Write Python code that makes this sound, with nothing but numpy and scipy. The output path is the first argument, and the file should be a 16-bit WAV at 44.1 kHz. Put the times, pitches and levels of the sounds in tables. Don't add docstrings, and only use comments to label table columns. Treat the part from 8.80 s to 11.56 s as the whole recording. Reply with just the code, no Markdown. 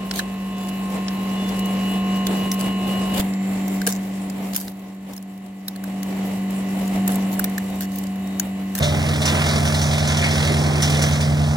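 import sys
import numpy as np
from scipy import signal
from scipy.fft import rfft, irfft
from scipy.io import wavfile
from scipy.ndimage import uniform_filter1d

SR = 44100
rng = np.random.default_rng(int(sys.argv[2]) if len(sys.argv) > 2 else 0)


def wrap_up_sound(samples):
    columns = np.atleast_2d(samples).T
    tamed = np.clip(columns, -1, 1)
    steps = np.round(tamed * 32767).astype(np.int16)
    wavfile.write(sys.argv[1], SR, steps)


def ratio(d):
    e = np.asarray(d, float) / 20
    return 10 ** e


N = 121716

# (time [s], rotation rate [turns/s])
ROTOR_SPEED = [(0, 24.722), (.6, 24.738), (1.0, 24.752), (1.4, 24.80), (1.7, 24.72), (2.1, 24.66),
               (2.4, 24.64), (2.76, 24.72)]
# (time [s], clatter level [dB])
SURGES = [(0.0, -34.5), (.15, -35.5), (.3, -33.5), (0.405, -35), (0.46, -29), (0.6, -28), (.7, -28),
          (.83, -30.5), (1.21, -33), (1.4, -31.5), (1.61, -29), (1.75, -31), (2.0, -32), (2.27, -31),
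          (2.44, -34.5), (2.5, -37.5), (2.7, -39.5), (2.76, -41.5)]
SURGE_REF_DB = -31


def level(x, db):
    return x * ratio(db) / np.sqrt(np.mean(x ** 2))


def curve(rows, at):
    return np.interp(at, *np.array(rows, float).T[:2])


def logcurve(rows):
    r = np.array(rows, float)
    hz = np.arange(N // 2 + 1) * SR / N
    return np.interp(np.log(hz + 1), np.log(r[:, 0]), r[:, 1])


def colour(x, rows):
    return irfft(rfft(x) * ratio(logcurve(rows)), N)


def band(x, hz, width_hz):
    return signal.lfilter(*signal.iirpeak(hz, hz / width_hz, SR), x)


def walk(rate):
    k = int(SR / rate)
    held = np.repeat(rng.standard_normal(N // k + 1), k)
    return 1.27 * uniform_filter1d(uniform_filter1d(held, k), k)[:N]


def noise():
    return rng.standard_normal((2, N))


def beats(turns, scatter_db):
    out = np.zeros(N)
    at = np.flatnonzero(np.diff(np.floor(turns)) > 0)
    out[at] = ratio(scatter_db * rng.standard_normal(len(at)))
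    return out


def tones(turns, rows, wobble_db, jitter):
    out = np.zeros(N)
    for order, db in rows:
        swell = ratio(db + wobble_db * np.sqrt(order) * walk(9.05))
        out += np.sqrt(2) * swell * np.cos(2 * np.pi * order * (turns + jitter * walk(13)))
    return out


def flicker(x, depth_db, rate):
    out, octave = 0, np.log2(np.arange(N // 2 + 1) * SR / N + 1)
    spectrum, last = rfft(x), walk(rate)
    for centre in np.arange(5, 15, .5):
        new = walk(rate)
        window = np.clip(1 - 2 * abs(octave - centre), 0, 1)
        out = out + irfft(spectrum * window, N) * ratio(depth_db * (new + last))
        last = new
    return out


def steel(x):
    mode_count, q, gain = 160, 160, .75
    f = np.arange(N // 2 + 1) * SR / N
    coarse = f[::8]
    draw = rng.random((mode_count, 2))
    mode_hz, weight = 900 * 15 ** draw[:, 0], 2 * draw[:, 1] - .7
    modes = sum(w / (1 + 2j * q * (coarse / hz - 1)) for hz, w in zip(mode_hz, weight))
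    return irfft(rfft(x) * (1 + gain * np.interp(f, coarse, modes)), N)


def engine(t, turns):
    # (order [crank turns], level [dB])
    exhaust = [(2, -25.5), (3, -36.5), (6, -48.5), (13, -51.5), (24, -54)]
    # (frequency [Hz], density [dB])
    roar_shape = [(25, -35), (50, -4), (100, 1), (280, -2), (350, -6.5), (650, -5), (1100, -10.5),
                  (3000, -25.5)]
    pipe_hz, pipe_width_hz = 850, 1030
    pipe = band(band(beats(turns, 1.7), pipe_hz, pipe_width_hz), pipe_hz, pipe_width_hz)
    puff = 1 + 0.072 * np.exp(-(turns % 1) / 0.4)
    roar = level(flicker(colour(noise() * puff, roar_shape), 1.0, 7.9), -26.5)
    roar = roar * ratio(0.27 * (curve(SURGES, t) - SURGE_REF_DB))
    return tones(turns, exhaust, 0.34, 0.0086) + level(pipe, -39.5) + roar


def rotor(t, turns):
    # (order [rotor turns], level [dB])
    paddles = [(3, -34.5), (6, -22.5), (8, -43.5), (9, -29.5), (12, -41), (15, -49.5)]
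    # (time [s], swell of the lower paddle tones [dB])
    air_load = [(0, -0.5), (1.4, -0.5), (2.25, 2.5), (2.76, 2.5)]
    # (frequency [Hz], width [Hz], level [dB])
    chute_modes = [(619, 62, 1.5), (697.3, 22, 4), (757.4, 51, -2.5)]
    # (time [s], swell of the chute air column [dB])
    draught = [(0, -0.5), (.45, 0.5), (.7, 1.5), (1.0, -0.5), (1.3, 0.5), (1.55, -1), (1.75, 2.5),
               (2.1, -0.5), (2.76, -2.5)]
    housing_hz = 190
    slap = beats(turns, 0.68)
    gust = noise() * (1 + 0.65 * np.exp(-(3 * turns % 1) / 0.33))
    ring, air = 0, 0
    for hz, width, db in chute_modes:
        ring = ring + ratio(db) * band(band(slap, hz, width), hz, width)
        air = air + ratio(db) * band(band(gust, hz, 2 * width), hz, 2 * width)
    chute = (level(ring, -35.5) + level(air, -38)) * ratio(curve(draught, t))
    start_hz = ROTOR_SPEED[0][1]
    below = [row for row in paddles if row[0] * start_hz <= housing_hz]
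    above = [row for row in paddles if row[0] * start_hz > housing_hz]
    low = tones(turns, below, 0.27, 0.0041) * ratio(curve(air_load, t))
    return low - tones(turns, above, 0.27, 0.0041) + chute


def clatter(t, turns):
    # (frequency [Hz], density [dB])
    clatter_shape = [(250, -9), (800, -1), (1200, -2), (2200, -1.5), (2600, -4), (5000, -9), (9000, -14.5),
                     (16000, -16)]
    shake_t_s, shake_depth = .007, .9
    shake_decay = np.exp(-np.arange(2000) / SR / shake_t_s)
    shake = np.convolve(beats(turns, 2.2), shake_decay)[:N]
    tick_size = ratio(2.5 * np.minimum(rng.exponential(size=N), 2.5))
    ticks = (rng.random(N) < 700 / SR) * tick_size
    grit = signal.lfilter([1], [1, -np.exp(-1 / (0.0016 * SR))], ticks)
    shaken = noise() * (1 + 0.15 * grit) * (1 + shake_depth * shake)
    body = level(steel(colour(shaken, clatter_shape)), -26)
    surge = ratio(curve(SURGES, t) - SURGE_REF_DB)
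    fan = colour(colour(noise(), clatter_shape), [(2500, 0), (8000, -11)])
    return flicker(body, 1.0, 10.82) * surge + level(fan, -41.5)


def thuds(t, hiss):
    # (time [s], level [dB], rise [s], fall [s], centre frequency [Hz])
    dull_blows = [(0.54, -29.5, 0.028, 0.074, 340), (.77, -28, 0.025, 0.036, 400),
                  (1.55, -29.5, 0.032, 0.032, 400), (1.73, -24.5, 0.035, 0.087, 336),
                  (1.93, -32, 0.068, 0.26, 350), (2.15, -30.5, .06, 0.064, 434),
                  (0.676, -32, 0.049, 0.11, 710), (1.1, -35, .06, 0.076, 670),
                  (1.43, -24, 0.012, 0.089, 2040), (0.715, -32, .05, .08, 4200), (.56, -33, .07, .12, 1500),
                  (.33, -37, .06, .06, 2000), (2.16, -36, .05, .06, 1900)]
    out = np.zeros((2, N))
    for s, db, rise, fall, hz in dull_blows:
        env = np.exp(-np.where(t < s, ((s - t) / rise) ** 2, (t - s) / fall))
        out += env * level(band(band(hiss[::-1], hz, hz / 2), hz, hz), db)
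    return out


def panels(t):
    # (time [s], level [dB], frequency [Hz], t60 [s])
    struck = [
        (.024, -28.5, 592, 0.66),
        (.024, -37, 3709, .3),
        (0.037, -41, 890, .15),
        (.12, -37, 830, .3),
        (1.437, -30.5, 2207, 0.32),
        (1.51, -37, 2207, 0.34),
        (.47, -33, 1000, 0.35),
        (2.021, -40, 5400, .3),
        (0.024, -30, 6700, 0.04),
    ]
    out = np.zeros(N)
    for s, db, hz, t60 in struck:
        u = np.maximum(t - s, 0)
        decay = ratio(db + 8 - 60 * u / t60 + 1.3 * walk(35.6))
        out += decay * (1 - np.exp(-u / 0.0024)) * np.sin(2 * np.pi * hz * u)
    return out


def strikes(t, rows, rattle, gain_db, t60):
    out = np.zeros((2, N))
    for s, db in rows:
        a = int(s * SR)
        u = t[a:a + 5000] - s
        env = ratio(db + gain_db - 60 * u / t60) * (1 - np.exp(-u / 0.0009))
        out[:, a:a + 5000] += env * rattle[:, a:a + 5000]
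    return out


def taps(t, broad):
    # (time [s], level [dB])
    light_blows = [(.1955, -24), (.2264, -22), (.2638, -21), (.3117, -22), (.3586, -20), (.6674, -20),
                   (.7098, -21), (.7806, -17), (.8749, -14), (.9233, -20), (.9931, -15), (1.0405, -28),
                   (1.0869, -21), (1.1323, -16), (1.1792, -13), (1.2331, -21), (1.8282, -23), (2.5721, -28),
                   (2.596, -27), (2.7157, -27)]
    return strikes(t, light_blows, broad, -12, .08)


def cracks(t, hiss):
    # (time [s], level [dB])
    hard_blows = [(.023, -28), (.287, -29), (.4165, -15), (.455, -9), (.944, -21), (1.015, -19),
                  (1.273, -16), (1.370, -15), (1.437, -19), (2.0205, -5), (2.1, -12), (2.221, -6),
                  (2.407, -18)]
    # (frequency [Hz], density [dB])
    crack_shape = [(1000, -18), (4000, -18), (9000, 5), (16000, 3)]
    return strikes(t, hard_blows, level(colour(hiss, crack_shape), 0), -16.5, 0.087)


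def knocks(t, broad, hiss):
    # (time [s], peak level [dB], ring frequency [Hz], t60 [s])
    blows = [(0.021, -14.5, 3770, 0.39), (0.028, -21, 5800, .4), (0.286, -16, 4270, 0.1),
             (0.3356, -19.5, 3410, 0.11), (0.415, -12.5, 3840, 0.15), (0.454, -8, 5600, 0.15),
             (0.4774, -13.5, 3700, 0.24), (0.5935, -33, 3980, 0.22), (0.6399, -23, 3910, 0.2),
             (0.6883, -18.5, 4200, 0.16), (0.7577, -12, 4660, 0.074), (0.854, -18.5, 5700, 0.34),
             (0.943, -14.5, 4160, 0.15), (1.014, -17, 6100, 0.46), (1.1104, -19, 3800, 0.41),
             (1.1894, -21, 5730, 0.16), (1.272, -16, 6300, 0.31), (1.3703, -14.5, 5600, 0.22),
             (1.4371, -17, 4380, 0.43), (1.5075, -18, 5360, 0.17), (1.6262, -18.5, 3900, 0.53),
             (2.0206, -9, 5740, 0.29), (2.0994, -20, 3970, 0.14), (2.1475, -18.5, 3280, 0.21),
             (2.2205, -12.5, 6000, 0.25), (2.318, -19.5, 6300, 0.31), (2.407, -17.5, 4940, 0.32)]
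    out = np.zeros((2, N))
    for s, db, hz, t60 in blows:
        a = int(s * SR)
        u = t[a:a + 9000] - s
        env = (1 - np.exp(-u / 0.002)) * ratio(-60 * u / max(t60, .03))
        ring = level(band(hiss[:, a:a + 9000], hz, hz / 6), -5.5)
        out[:, a:a + 9000] += ratio(db - 11) * env * (broad[:, a:a + 9000] + ring)
    return out


def impacts(t):
    # (frequency [Hz], density [dB])
    rattle_shape = [(400, -7), (1500, 5.5), (3500, 3.5), (5800, -2.5), (9500, -5.5), (16000, -6.5)]
    hiss = noise()
    broad = level(steel(colour(hiss, rattle_shape)), 0)
    return thuds(t, hiss) + panels(t) + taps(t, broad) + cracks(t, hiss) + knocks(t, broad, hiss)


def scene():
    belt_ratio, engine_start_turn, rotor_start_turn = 1.7195, -.235, -.053
    t = np.arange(N) / SR
    turns = np.cumsum(curve(ROTOR_SPEED, t)) / SR
    crank = belt_ratio * turns + engine_start_turn
    return engine(t, crank) + rotor(t, turns + rotor_start_turn) + clatter(t, crank) + impacts(t)


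def band_limit(x):
    return signal.sosfilt(signal.butter(12, 16790, fs=SR, output="sos"), x)


def record(dry):
    # (frequency [Hz], gain [dB])
    mic = [(20, -13), (60, 0.5), (4800, 0), (6000, 5), (7200, -2.5), (9500, -2), (11700, -13), (15700, -10)]
    # (frequency [Hz], lag [rad])
    lag = [(0, 0), (900, 1.8), (1400, .6), (2000, 1.8), (2600, 3.0), (2860, 3.28), (4100, 6.283),
           (22050, 6.283)]
    # (frequency [Hz], coherence [0-1])
    alike_base = [(60, .98), (800, .9), (1000, .3), (1650, .45), (2100, .85), (2610, .9995), (2860, .9995),
                  (3200, .88)]
    # (frequency [Hz], factor [1])
    alike_top = [(3300, 1), (4500, 1.14), (5300, .97), (6400, .81), (7500, .86), (7700, 1.16),
                 (13600, 1.16), (14000, 1.12)]
    # (frequency [Hz], gain [dB])
    left_shade = [(150, -2.9), (820, -.6), (1000, -8), (1600, -5.5), (2500, 0), (4800, 0), (5900, -7),
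                  (7600, 0)]
    # (time [s], share [0-1])
    hand_sway = [(0, .05), (.09, .25), (.15, 0), (.28, .6), (.34, 0), (.43, 0), (.46, .7), (.59, .5),
                 (.64, .03), (1.56, 0), (1.62, .45), (1.82, .45), (1.86, .03), (2.17, .05), (2.22, .5),
                 (2.27, .05), (2.48, 0), (2.54, .4)]
    top_hz, sway_hz, sway_depth, tremor_rad = 15850, 2720, 1.1, .035
    f = np.arange(N // 2 + 1) * SR / N
    a, b = rfft(dry) * ratio(logcurve(mic)) * (f < top_hz)
    alike = np.minimum(logcurve(alike_base) * logcurve(alike_top), .9995)
    mixed = alike * a + np.sqrt(1 - alike ** 2) * b
    left = ratio(logcurve(left_shade)) * np.exp(-1j * curve(lag, f)) * mixed
    sway = sway_depth * curve(hand_sway, np.arange(N) / SR) * band(irfft(b, N), sway_hz, 500)
    tremor = tremor_rad * walk(14) * band(irfft(1j * a, N), sway_hz, 700)
    ports = np.array([irfft(left, N) + sway + tremor, irfft(a, N)])
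    return band_limit(ports)


dry = scene()
out = record(dry)
wrap_up_sound(out)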